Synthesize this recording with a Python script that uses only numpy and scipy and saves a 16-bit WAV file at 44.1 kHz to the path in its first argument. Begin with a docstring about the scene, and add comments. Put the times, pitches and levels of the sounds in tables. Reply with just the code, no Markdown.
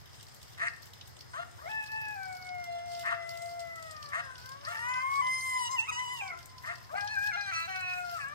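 """Dry leaves tick and rustle close by, over a night bed of distant rumble, faint hum and insect hiss.
A coyote barks hoarsely, puffs of air ringing its throat. Then three animals howl in turn, long pitched
calls that yodel and break, with more barks between them. Open ground smears each call and a far slope
returns it late. Two unequal microphone ports make the stereo image."""
import sys
import numpy as np
from scipy import signal
from scipy.fft import rfft, irfft, next_fast_len
from scipy.io import wavfile
from scipy.ndimage import uniform_filter1d

SR = 44100
rng = np.random.default_rng(int(sys.argv[2]) if len(sys.argv) > 2 else 0)


def transcribe(signal):
    """Save signal, clipped to [-1, 1], as a 16-bit WAV file at the path in sys.argv[1]."""
    frames = np.atleast_2d(signal).T
    limited = np.clip(frames, -1, 1)
    pcm = np.round(limited * 32767).astype(np.int16)
    wavfile.write(sys.argv[1], SR, pcm)


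N = 367794
TIME = np.arange(N) / SR
FFT_SIZE = next_fast_len(N + SR)
HZ = np.maximum(np.arange(FFT_SIZE // 2 + 1) * SR / FFT_SIZE, 1)


def from_db(db):
    """Decibels to gain."""
    return 10 ** (np.asarray(db) / 20)


def unit_rms(x):
    """Scale to rms 1."""
    return x / np.sqrt(np.mean(x ** 2) + 1e-20)


def at_hz(curve, hz, column=1):
    """Read an EQ curve on a log-frequency axis."""
    curve = np.array(curve)
    return np.interp(np.log(hz), np.log(curve[:, 0]), curve[:, column])


def drift(per_s, size=N):
    """Random modulator with a spread of about 1."""
    knots = rng.standard_normal(int(size * per_s / SR) + 3)
    return np.interp(np.arange(size) * per_s / SR, np.arange(len(knots)), knots) * np.sqrt(1.5)


def resonance(x, hz, width_hz):
    """Two-pole resonator, gain 1 at its peak."""
    r = np.exp(-np.pi * width_hz / SR)
    gain = (1 - r * r) / 2
    return signal.lfilter([gain, 0, -gain], [1, -2 * r * np.cos(2 * np.pi * hz / SR), r * r], x + 1e-18)


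def band(x, low_hz, high_hz):
    """Band-pass."""
    return signal.sosfilt(signal.butter(2, [low_hz, high_hz], "band", fs=SR, output="sos"), x + 1e-18)


def automation(times, *lanes):
    """A call's sample span, and each lane of breakpoints drawn across it."""
    span = slice(int(times[0] * SR), min(int(times[-1] * SR), N))
    return span, [np.interp(TIME[span], times, lane) for lane in lanes]


# EQ of the rumble and hiss: (frequency [Hz], gain [dB])
BED_EQ = [(25, -11), (50, -13), (66, 1), (101, 11), (130, 6.5), (194, -6.5), (305, -9), (733, -5),
          (2000, -8.5), (2600, -22.5), (5200, -19.5), (16000, -36)]
# how alike the bed is at the two ports: (frequency [Hz], correlation [0-1])
BED_CORRELATION = [(60, 0.54), (140, 1), (280, 0.38), (700, 0.61), (2000, 0.017), (5000, 0.043),
                   (10000, 0.064)]


def night_bed(floor_db=-53.5):
    """Distant rumble and hiss, partly shared by both ports, with mains hum and a band of insects."""
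    left, spare = rfft(rng.standard_normal((2, FFT_SIZE)))
    alike = at_hz(BED_CORRELATION, HZ)
    pair = np.array([left, alike * left + np.sqrt(1 - alike ** 2) * spare])
    floor = from_db(floor_db) * unit_rms(irfft(pair * from_db(at_hz(BED_EQ, HZ)), FFT_SIZE)[:, :N])
    hum = from_db(-66.5 + 3.9 * drift(7.7)) * np.sin(2 * np.pi * 360 * TIME)
    insects = from_db(-71.5 + 5 * drift(25)) * unit_rms(resonance(rng.standard_normal(N), 5150, 270))
    return floor + hum + insects


def ring_out(hits, decay_s, soften_samples):
    """Turn impulses into decaying envelopes with a soft attack."""
    return uniform_filter1d(signal.lfilter([1], [1, -np.exp(-1 / (decay_s * SR))], hits), soften_samples)


# fader ride of the stirring leaves: (time [s], level [dB])
LEAF_STIR = [(0, -74), (.24, -68.5), (.9, -73.5), (1.6, -68), (2.2, -68.5), (2.55, -73.5), (2.84, -81),
             (2.92, -61), (3.24, -75.5), (3.3, -65), (3.8, -71.5), (4.3, -70.5), (5.6, -66.5),
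             (6.34, -73.5), (6.85, -71.5), (7.3, -66.5), (7.8, -68), (8.34, -70)]
# EQ of the leaf noise: (frequency [Hz], gain [dB])
LEAF_EQ = [(1500, -68), (2500, -5.5), (4200, 8), (6400, 1.5), (8600, 5.5), (9900, -1), (14500, -5),
           (16000, -11)]
# featured leaf ticks: (time [s], hit level [dB], treble against body [dB])
LEAF_TICKS = [(0.4296, -40, 5), (0.684, -37, -15), (0.857, -55.5, 20), (0.935, -42, 7), (1.0124, -30, -34),
              (1.209, -33, -8), (1.5125, -55.5, 12.5), (1.84, -43, 4.5), (2.158, -48, 3), (2.351, -39, -2),
              (2.491, -35.5, -37), (2.641, -40, 3), (2.9507, -37, -18), (2.9946, -39, 8),
              (3.2926, -33.5, 5.5), (3.4204, -34.5, 1.5), (3.596, -39, -1), (3.7585, -40, 2),
              (3.826, -37, 4), (3.911, -39, 9), (3.9656, -32, -19), (4.0284, -30, -12), (4.06, -40, -14),
              (4.356, -38, -38), (4.492, -38, 6), (4.52, -36, -13), (4.6122, -42, -29), (4.9398, -36, -4),
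              (5.139, -40, -2), (6.2785, -36, -40), (6.3894, -42, 5), (6.458, -59, 24.5),
              (6.5824, -32, -18), (7.0095, -30.5, -15), (7.076, -31, -32), (7.272, -32, -7),
              (7.76, -31, -5)]


def leaves(ticks_per_s, small_db, spread_db):
    """Dry leaves hiss in patches and tick: a crack, then a short wash. Small ticks fall in clumps."""
    tick_s, tick_db, treble_db = np.transpose(LEAF_TICKS)
    tick_at = np.round(tick_s * SR).astype(int)
    stir_db = np.interp(TIME, *np.transpose(LEAF_STIR))
    clumps = drift(12)
    small_ticks = rng.random(N) < ticks_per_s * from_db(2.2 * clumps) / SR
    size_db = stir_db + small_db + spread_db * np.minimum(rng.exponential(1, N), 2.5)
    white = rng.standard_normal((3, FFT_SIZE))
    wide = 0.11 * white[0] + 3.7 * white[1:]
    grain = unit_rms(irfft(rfft(wide) * from_db(at_hz(LEAF_EQ, HZ)), FFT_SIZE)[:, :N])
    out = 0
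    for low_hz, high_hz, small_trim_db, tick_trim_db in [
            (1730, 3950, -1, 2), (4210, 5460, 1.5, 2),
            (6750, 9700, -2, treble_db - .5), (10600, 15700, -.5, treble_db - 2)]:
        # a random gain in each band gives every tick its own colour
        hits = small_ticks * from_db(size_db + small_trim_db + rng.normal(0, 6, N))
        hits[tick_at] = from_db(tick_db + tick_trim_db + rng.normal(-1, 3.5, len(tick_at)))
        crack = ring_out(hits, decay_s=.0014, soften_samples=170)
        wash = .15 * ring_out(hits, decay_s=.014, soften_samples=420)
        hiss = from_db(stir_db + 11 + 2 * clumps + 2.3 * drift(19))
        out = out + (crack + wash + hiss) * band(grain, low_hz, high_hz)
    return out


def bark_contour(start, attack, hold, release, start_hz=492.3, top_hz=702, rise_s=.075):
    """One bark swells, holds and drops while its pitch climbs, then stays."""
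    t = np.linspace(0, attack + hold + release, 40)
    attack_db = -15.5 * (1 - np.clip(t / attack, 0, 1)) ** 2
    release_db = -27 * np.clip((t - attack - hold) / release, 0, 1)
    rise = np.sin(np.pi / 2 * np.clip(t / rise_s, 0, 1)) ** 2
    return automation(start + t, start_hz + (top_hz - start_hz) * rise, attack_db + release_db)


# bark cues: (start [s], attack [s], hold [s], release [s], level [dB], roughness [capped at 1],
# upper throat [dB], treble [dB])
BARK_CUES = [(0.576, 0.069, 0.037, 0.026, -33, 1.2, 3.5, -7),
             (1.333, 0.009, 0.093, 0.011, -30.5, 0.33, 0, -3),
             (3.032, 0.049, 0.045, 0.075, -31, 1.07, 0.5, -11),
             (4.119, 0.035, 0.053, 0.021, -30.5, 0.86, 0.5, -8.5),
             (4.631, 0.091, 0.0068, 0.014, -30.5, 0.42, 5, -5),
             (6.634, 0.053, 0.035, 0.048, -32.5, 0.81, 0.5, -9.5)]
# throat formants: (frequency [Hz], width [Hz], gain [dB])
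THROAT_FORMANTS = [(661, 123, -16), (1203, 430, -3.5), (1840, 215, 5.5), (2614, 260, -14),
                   (3720, 1500, -20), (7500, 2470, -17.5)]


def barks(hoarse_tilt_db, flutter_db):
    """One puff of air per cycle rings the throat; a hoarse bark is uneven and brighter."""
    puffs, envelope, hoarse, upper_db, treble_db = np.zeros((5, N))
    for *timing, level_db, rough, upper, treble in BARK_CUES:
        span, (pitch, shape_db) = bark_contour(*timing)
        rough = min(rough, 1)
        cycles = np.flatnonzero(np.diff(np.floor(np.cumsum(pitch) / SR)))
        shimmer, jitter = rng.standard_normal((len(cycles), 2)).T
        every_third = np.cos(2 * np.pi * np.arange(len(cycles)) / 3)   # accents that make the growl
        strength = (1 + rough * (.9 * every_third + .28 * shimmer)) / np.sqrt(1 + .8 * rough ** 2)
        late = (.07 * rough * jitter * SR / pitch[cycles]).astype(int)
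        puffs[span.start + cycles + late] = strength / np.sqrt(pitch[cycles])
        envelope[span] = from_db(level_db + shape_db)
        hoarse[span], upper_db[span], treble_db[span] = rough, upper, treble
    voice = 0
    for k, (hz, width, db) in enumerate(THROAT_FORMANTS):
        formant = (-1) ** k * resonance(resonance(puffs, hz, width), hz, 1.35 * width)
        tone_db = db + (k > 1) * upper_db + (k > 3) * treble_db
        tilt_db = hoarse_tilt_db * min(k, 2) * (hoarse - 1.52)
        voice += from_db(tone_db + tilt_db + flutter_db * drift(60)) * formant
    return envelope * voice / np.sqrt(np.mean(voice[envelope > 0] ** 2))


# melody per phrase, far animal first: (time [s], pitch [Hz], base level [dB], tilt [dB/octave])
HOWL_PHRASES = [
    [(1.58, 467, -55, -9), (1.64, 637, -52.5, -10), (1.67, 684, -55, -4), (1.685, 750, -45.5, 0),
     (1.692, 861, -41, -2.5), (1.78, 871.6, -34.5, 2), (1.87, 851, -42.5, -2.5), (1.96, 874, -36, 1),
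     (2.148, 838.7, -42.5, -1.5), (2.165, 787, -52, -10.5), (2.31, 744.3, -53, -0.5), (2.44, 733, -58, 3),
     (2.57, 714.6, -55, 0.5), (2.7, 690, -58, -4), (2.85, 696.5, -61, -6), (3.3, 675.7, -53.5, 0),
     (3.55, 690.6, -59, -8), (3.733, 668.2, -52.5, 0), (3.867, 643, -53, -7), (4.0, 605, -52.5, -5),
     (4.26, 534.7, -50.5, -3), (4.4, 489, -59, -6), (4.53, 542, -50.5, -3), (4.6, 569, -61.5, -16),
     (4.8, 600.6, -54.5, -2.5), (5.3, 581.5, -55, -4.5)],
    [(4.715, 861, -49, 9), (4.8, 930, -46.5, 8), (4.9, 1006, -43, -3.5), (5.0, 1028, -43.5, -4.5),
     (5.1, 1089, -44.5, -9.5), (5.216, 1116, -41, -10)],
    [(5.214, 1008, -37, 5.5), (5.309, 1031, -39.5, 8.5), (5.42, 1036, -41, 16), (5.5, 1032, -40, 11),
     (5.58, 1012, -39, 8), (5.685, 953, -43.5, 11), (5.703, 1050, -48.5, -2), (5.73, 1063, -49, 1),
     (5.76, 1017, -43, 5), (5.79, 896, -41.5, 17.5), (5.82, 877, -44.5, 6.5), (5.876, 1095, -42.5, 11),
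     (5.882, 1282, -36, 16), (5.908, 1245, -38, 19), (5.915, 995, -40, 9), (5.95, 958, -46.5, 14),
     (6.01, 1012, -38, 10.5), (6.07, 972.4, -47.5, 10.5), (6.13, 1010, -40, 15), (6.19, 934, -54.5, 8.5),
     (6.23, 789, -47, 1.5), (6.3, 736, -50.5, 4), (6.33, 676.6, -53.5, -1), (6.42, 694, -73.5, -7)],
    [(6.89, 485, -46.5, -10), (6.93, 640, -50.5, -13), (6.97, 805, -44, -3), (7.0, 808, -44, -2.5),
     (7.065, 834, -48.5, -11.5), (7.13, 865, -39.5, 10), (7.17, 798.5, -41.5, 1.5), (7.3, 840, -41.5, 0.5),
     (7.33, 694, -46, 13), (7.362, 703, -40.5, 5), (7.368, 821, -39.5, 0.5), (7.45, 808.7, -47, 2.5),
     (7.512, 776, -45.5, 2), (7.527, 670, -42.5, 13), (7.58, 652.7, -44, 25), (7.672, 677.5, -48, 6),
     (7.679, 765, -49, -5), (7.764, 751, -45.5, -2), (7.842, 732.7, -53.5, -2.5), (8.0, 723, -49, -8),
     (8.15, 682, -51.5, -8), (8.185, 653, -43, 18), (8.2, 570.5, -53.5, 15), (8.25, 544, -46, 1.2),
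     (8.34, 601, -49, -5)],
]
# who sings each phrase, the second animal taking two: (animal [index])
SINGERS = [0, 1, 1, 2]
# mouth EQ on partials 1-3, per phrase: (frequency [Hz], gain [dB])
MOUTH_EQ = [
    [(480, -14), (620, -8), (700, 19), (860, -5.5), (1100, 7), (1325, 5.5), (1385, 1.5), (1550, 9.5),
     (1750, 0), (2100, 9), (2600, -11)],
    [(870, 10.5), (1000, 8.5), (1110, 5.5), (1750, 11), (1900, 10), (2200, 1.5), (2650, -13.5),
     (3300, -13.5)],
    [(700, 3.5), (900, 14.5), (1050, 17.5), (1250, 26.5), (1500, 1.5), (1800, -5.5), (2080, 6), (2350, -3),
     (2600, 8), (2900, -6), (3150, -29), (3700, -20)],
    [(520, -21), (670, 4.5), (800, 2.5), (1100, 4.5), (1350, 11.5), (1650, 10), (2000, -8), (2250, -2.5),
     (2500, -7.5)],
]
# fader ride of partials 4-12, per animal: (time [s], level [dB])
UPPER_RIDE = [
    [(1.7, -74), (2.3, -73), (2.7, -56.5), (3.3, -66), (4.0, -67)],
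    [(4.7, -59), (5.2, -65), (5.31, -50.5), (5.55, -50.5), (5.67, -46), (5.73, -43.5), (5.8, -47.5),
     (5.9, -40.5), (6.0, -54.5), (6.19, -49.5), (6.36, -77)],
    [(6.9, -57), (7.05, -61), (7.13, -48), (7.19, -60), (7.35, -46.5), (7.42, -53), (7.53, -43),
     (7.7, -51.5), (8.0, -67), (8.2, -59), (8.34, -64)],
]
# EQ on partials 4-12, per animal: (frequency [Hz], gain [dB])
UPPER_EQ = [
    [(2300, -4), (2800, -4.5), (3400, -11), (5000, -17), (5700, -8), (6500, -38)],
    [(3500, 2), (4200, -15), (5200, -1), (6200, -2.5), (7300, 1.5), (8300, 1), (9300, 0.5), (10300, -15),
     (11400, -6.5), (12500, -29)],
    [(2700, 5.5), (3400, -19.5), (3950, -9), (4250, 1.5), (4600, -17.5), (5000, -18), (5900, -5.5),
     (6800, -22.5)],
]
# strong-weak cycles add subharmonics half-way between partials: (start [s], end [s], level [dB])
SUBHARMONIC_SPELLS = [(4.717, 5.008, -64), (6.978, 6.99, -51.5), (7.358, 7.415, -60), (7.48, 7.66, -53),
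                      (7.7, 7.978, -54.5), (8.175, 8.231, -64.5)]
# subharmonic EQ per animal, none for the farthest: (frequency [Hz], gain [dB])
SUBHARMONIC_EQ = [ None, [(400, -18), (1100, 8), (1500, 24.5), (1900, 15), (2250, 6), (2580, 13.5),
                  (3100, -20), (5000, -35)], [(400, -12), (1000, 1), (1200, 10.5), (1650, 8), (1950, 11.5),
                  (2300, 2), (2570, 14.5), (2690, 1), (3100, -19), (3700, -22), (4280, 6.5), (5000, -58)], ]
# the howl turns hoarse: (start [s], end [s], roughness [0-1])
HOARSE_SPELLS = [(1.58, 1.68, .5), (4.2, 4.34, .3), (4.71, 4.8, .6), (5.85, 5.93, .35), (6.2, 6.3, .4),
                 (6.3, 6.42, .6), (6.89, 7.0, .35), (7.3, 7.38, .15), (7.5, 7.54, .2), (8.17, 8.22, .5)]
# warbles, where high partials turn breathy and the highest fade: (start [s], end [s])
WARBLE_SPELLS = [(5.64, 6.42), (7.3, 7.7)]


def howl_partials(phrase, t, pitch, level_db, tilt_db, slide, warble, fade_db_per_s=604):
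    """The balance of a howl, as (multiple of the pitch, level curve [dB]) pairs."""
    animal = SINGERS[phrase]
    partials = [(k, level_db + tilt_db * np.log2(k / 2) + at_hz(MOUTH_EQ[phrase], k * pitch))
                for k in (1, 2, 3)]
    if SUBHARMONIC_EQ[animal]:
        sub_db = np.max([db - fade_db_per_s * np.abs(t - np.clip(t, start, end))
                         for start, end, db in SUBHARMONIC_SPELLS], axis=0)
        partials += [(k, sub_db + at_hz(SUBHARMONIC_EQ[animal], k * pitch)) for k in np.arange(7) + .5]
    # the vocal folds close less sharply while the pitch slides
    upper_db = np.interp(t, *np.transpose(UPPER_RIDE[animal])) - 14 * slide
    for k in range(4, 13):
        tone_db = at_hz(UPPER_EQ[animal], k * pitch) - 10 * warble * (k * pitch > 8400)
        partials.append((k, upper_db + tone_db + 3 * drift(14, len(t))))
    return partials


def howl(phrase, waver, flutter_db, break_rasp, break_dip_db):
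    """Vocal folds sing clean partials on one gliding pitch; the voice rasps and dips where it breaks."""
    span, (pitch, level_db, tilt_db) = automation(*np.transpose(HOWL_PHRASES[phrase]))
    size, t = len(pitch), TIME[span]
    rough = sum(amount * ((t > start) & (t < end)) for start, end, amount in HOARSE_SPELLS)
    rough = uniform_filter1d(rough, 600)
    warble = uniform_filter1d(sum(1. * ((t > start) & (t < end)) for start, end in WARBLE_SPELLS), 2000)
    wobble = waver * (drift(30.21, size) + 1.25 * drift(250, size)) + .03 * rough * drift(180, size)
    phase = 2 * np.pi * np.cumsum(pitch * (1 + wobble)) / SR
    glide = uniform_filter1d(np.abs(np.gradient(np.log(pitch))) * SR, 550)   # relative change per s
    slide = np.clip(glide / 4, 0, 1)
    voice = 0
    for k, db in howl_partials(phrase, t, pitch, level_db, tilt_db, slide, warble):
        # moving air makes each partial flutter on its own and sink now and then
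        air_db = flutter_db * (drift(44.93, size) - .86 * np.maximum(drift(14, size), 0) ** 2)
        breakup_db = -3 * slide * np.abs(drift(55, size))
        breath = 1 + .45 * warble * (k * pitch > 3500) * drift(700, size)
        voice += from_db(uniform_filter1d(db, 700) + air_db + breakup_db) * breath * np.sin(k * phase)
    dip = from_db(-break_dip_db * np.clip(glide / 6 - 1, 0, 1))
    rasp_depth = break_rasp * np.clip(glide / 5, .15, 1) + .6 * rough
    rasp = 1 + rasp_depth * drift(400, size)
    out = np.zeros(N)
    out[span] = np.sqrt(2) * voice * dip * rasp * signal.windows.tukey(size, 600 / size)
    return out


def open_ground(calls, near_db, near_t60_s, far_db, far_s, far_smear_s):
    """Scatter from trees and ground dies fast; a far slope answers late and dull. Paths differ by port."""
    t = np.arange(2 * SR) / SR
    near = np.exp(-np.log(1000) * t / near_t60_s) * (t > .012)
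    far = np.exp(-.5 * ((t - far_s) / far_smear_s) ** 2)
    scatter = rng.standard_normal((2, len(t)))
    ground = from_db(near_db) * band(near / np.linalg.norm(near) * scatter, 510, 17000)
    slope = from_db(far_db) * band(far / np.linalg.norm(far) * scatter, 890, 1710)
    return signal.fftconvolve(calls[None], ground + slope, axes=1)[:, :N]


def scene():
    """The stereo mix: centred coyotes amid their echoes, the night bed and the leaves."""
    calls = barks(hoarse_tilt_db=9, flutter_db=2.4)
    for phrase in range(len(HOWL_PHRASES)):
        calls += howl(phrase, waver=.0025, flutter_db=1.7, break_rasp=.2, break_dip_db=4)
    echoes = open_ground(calls, near_db=-11.5, near_t60_s=.45, far_db=-22, far_s=1.02, far_smear_s=.08)
    return calls + echoes + night_bed() + leaves(ticks_per_s=70, small_db=9, spread_db=6.5)


# right port against the left: (frequency [Hz], gain [dB], extra phase lead [rad])
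RIGHT_PORT_EQ = [(40, 5, 2.5), (213, -1.5, 1.5), (393, -4, 2.5), (670, -5, 2.5), (940, -4.5, 1.72),
                 (1560, -7, 0.43), (1998, -2, -0.98), (2116, 2, 2.5), (2946, 5, -5.5), (4660, 0, -5.5),
                 (6400, 0.5, -4), (7670, -11.5, -9.5), (9700, -8.5, -9.5), (11140, -9.5, -0.5),
                 (15500, -2, -13)]


def record(dry):
    """The right port has its own colour and phase and hears a little earlier; both lose the very top."""
    lead_s, cutoff_hz = 17 / SR, 16150
    phase = at_hz(RIGHT_PORT_EQ, HZ, column=2) + 2 * np.pi * HZ * lead_s
    response = from_db(at_hz(RIGHT_PORT_EQ, HZ)) * np.exp(1j * phase)
    right = irfft(rfft(dry[1], FFT_SIZE) * response, FFT_SIZE)[:N]
    return signal.sosfilt(signal.cheby2(24, 70, cutoff_hz, fs=SR, output="sos"), [dry[0], right])


dry = scene()
out = record(dry)
transcribe(out)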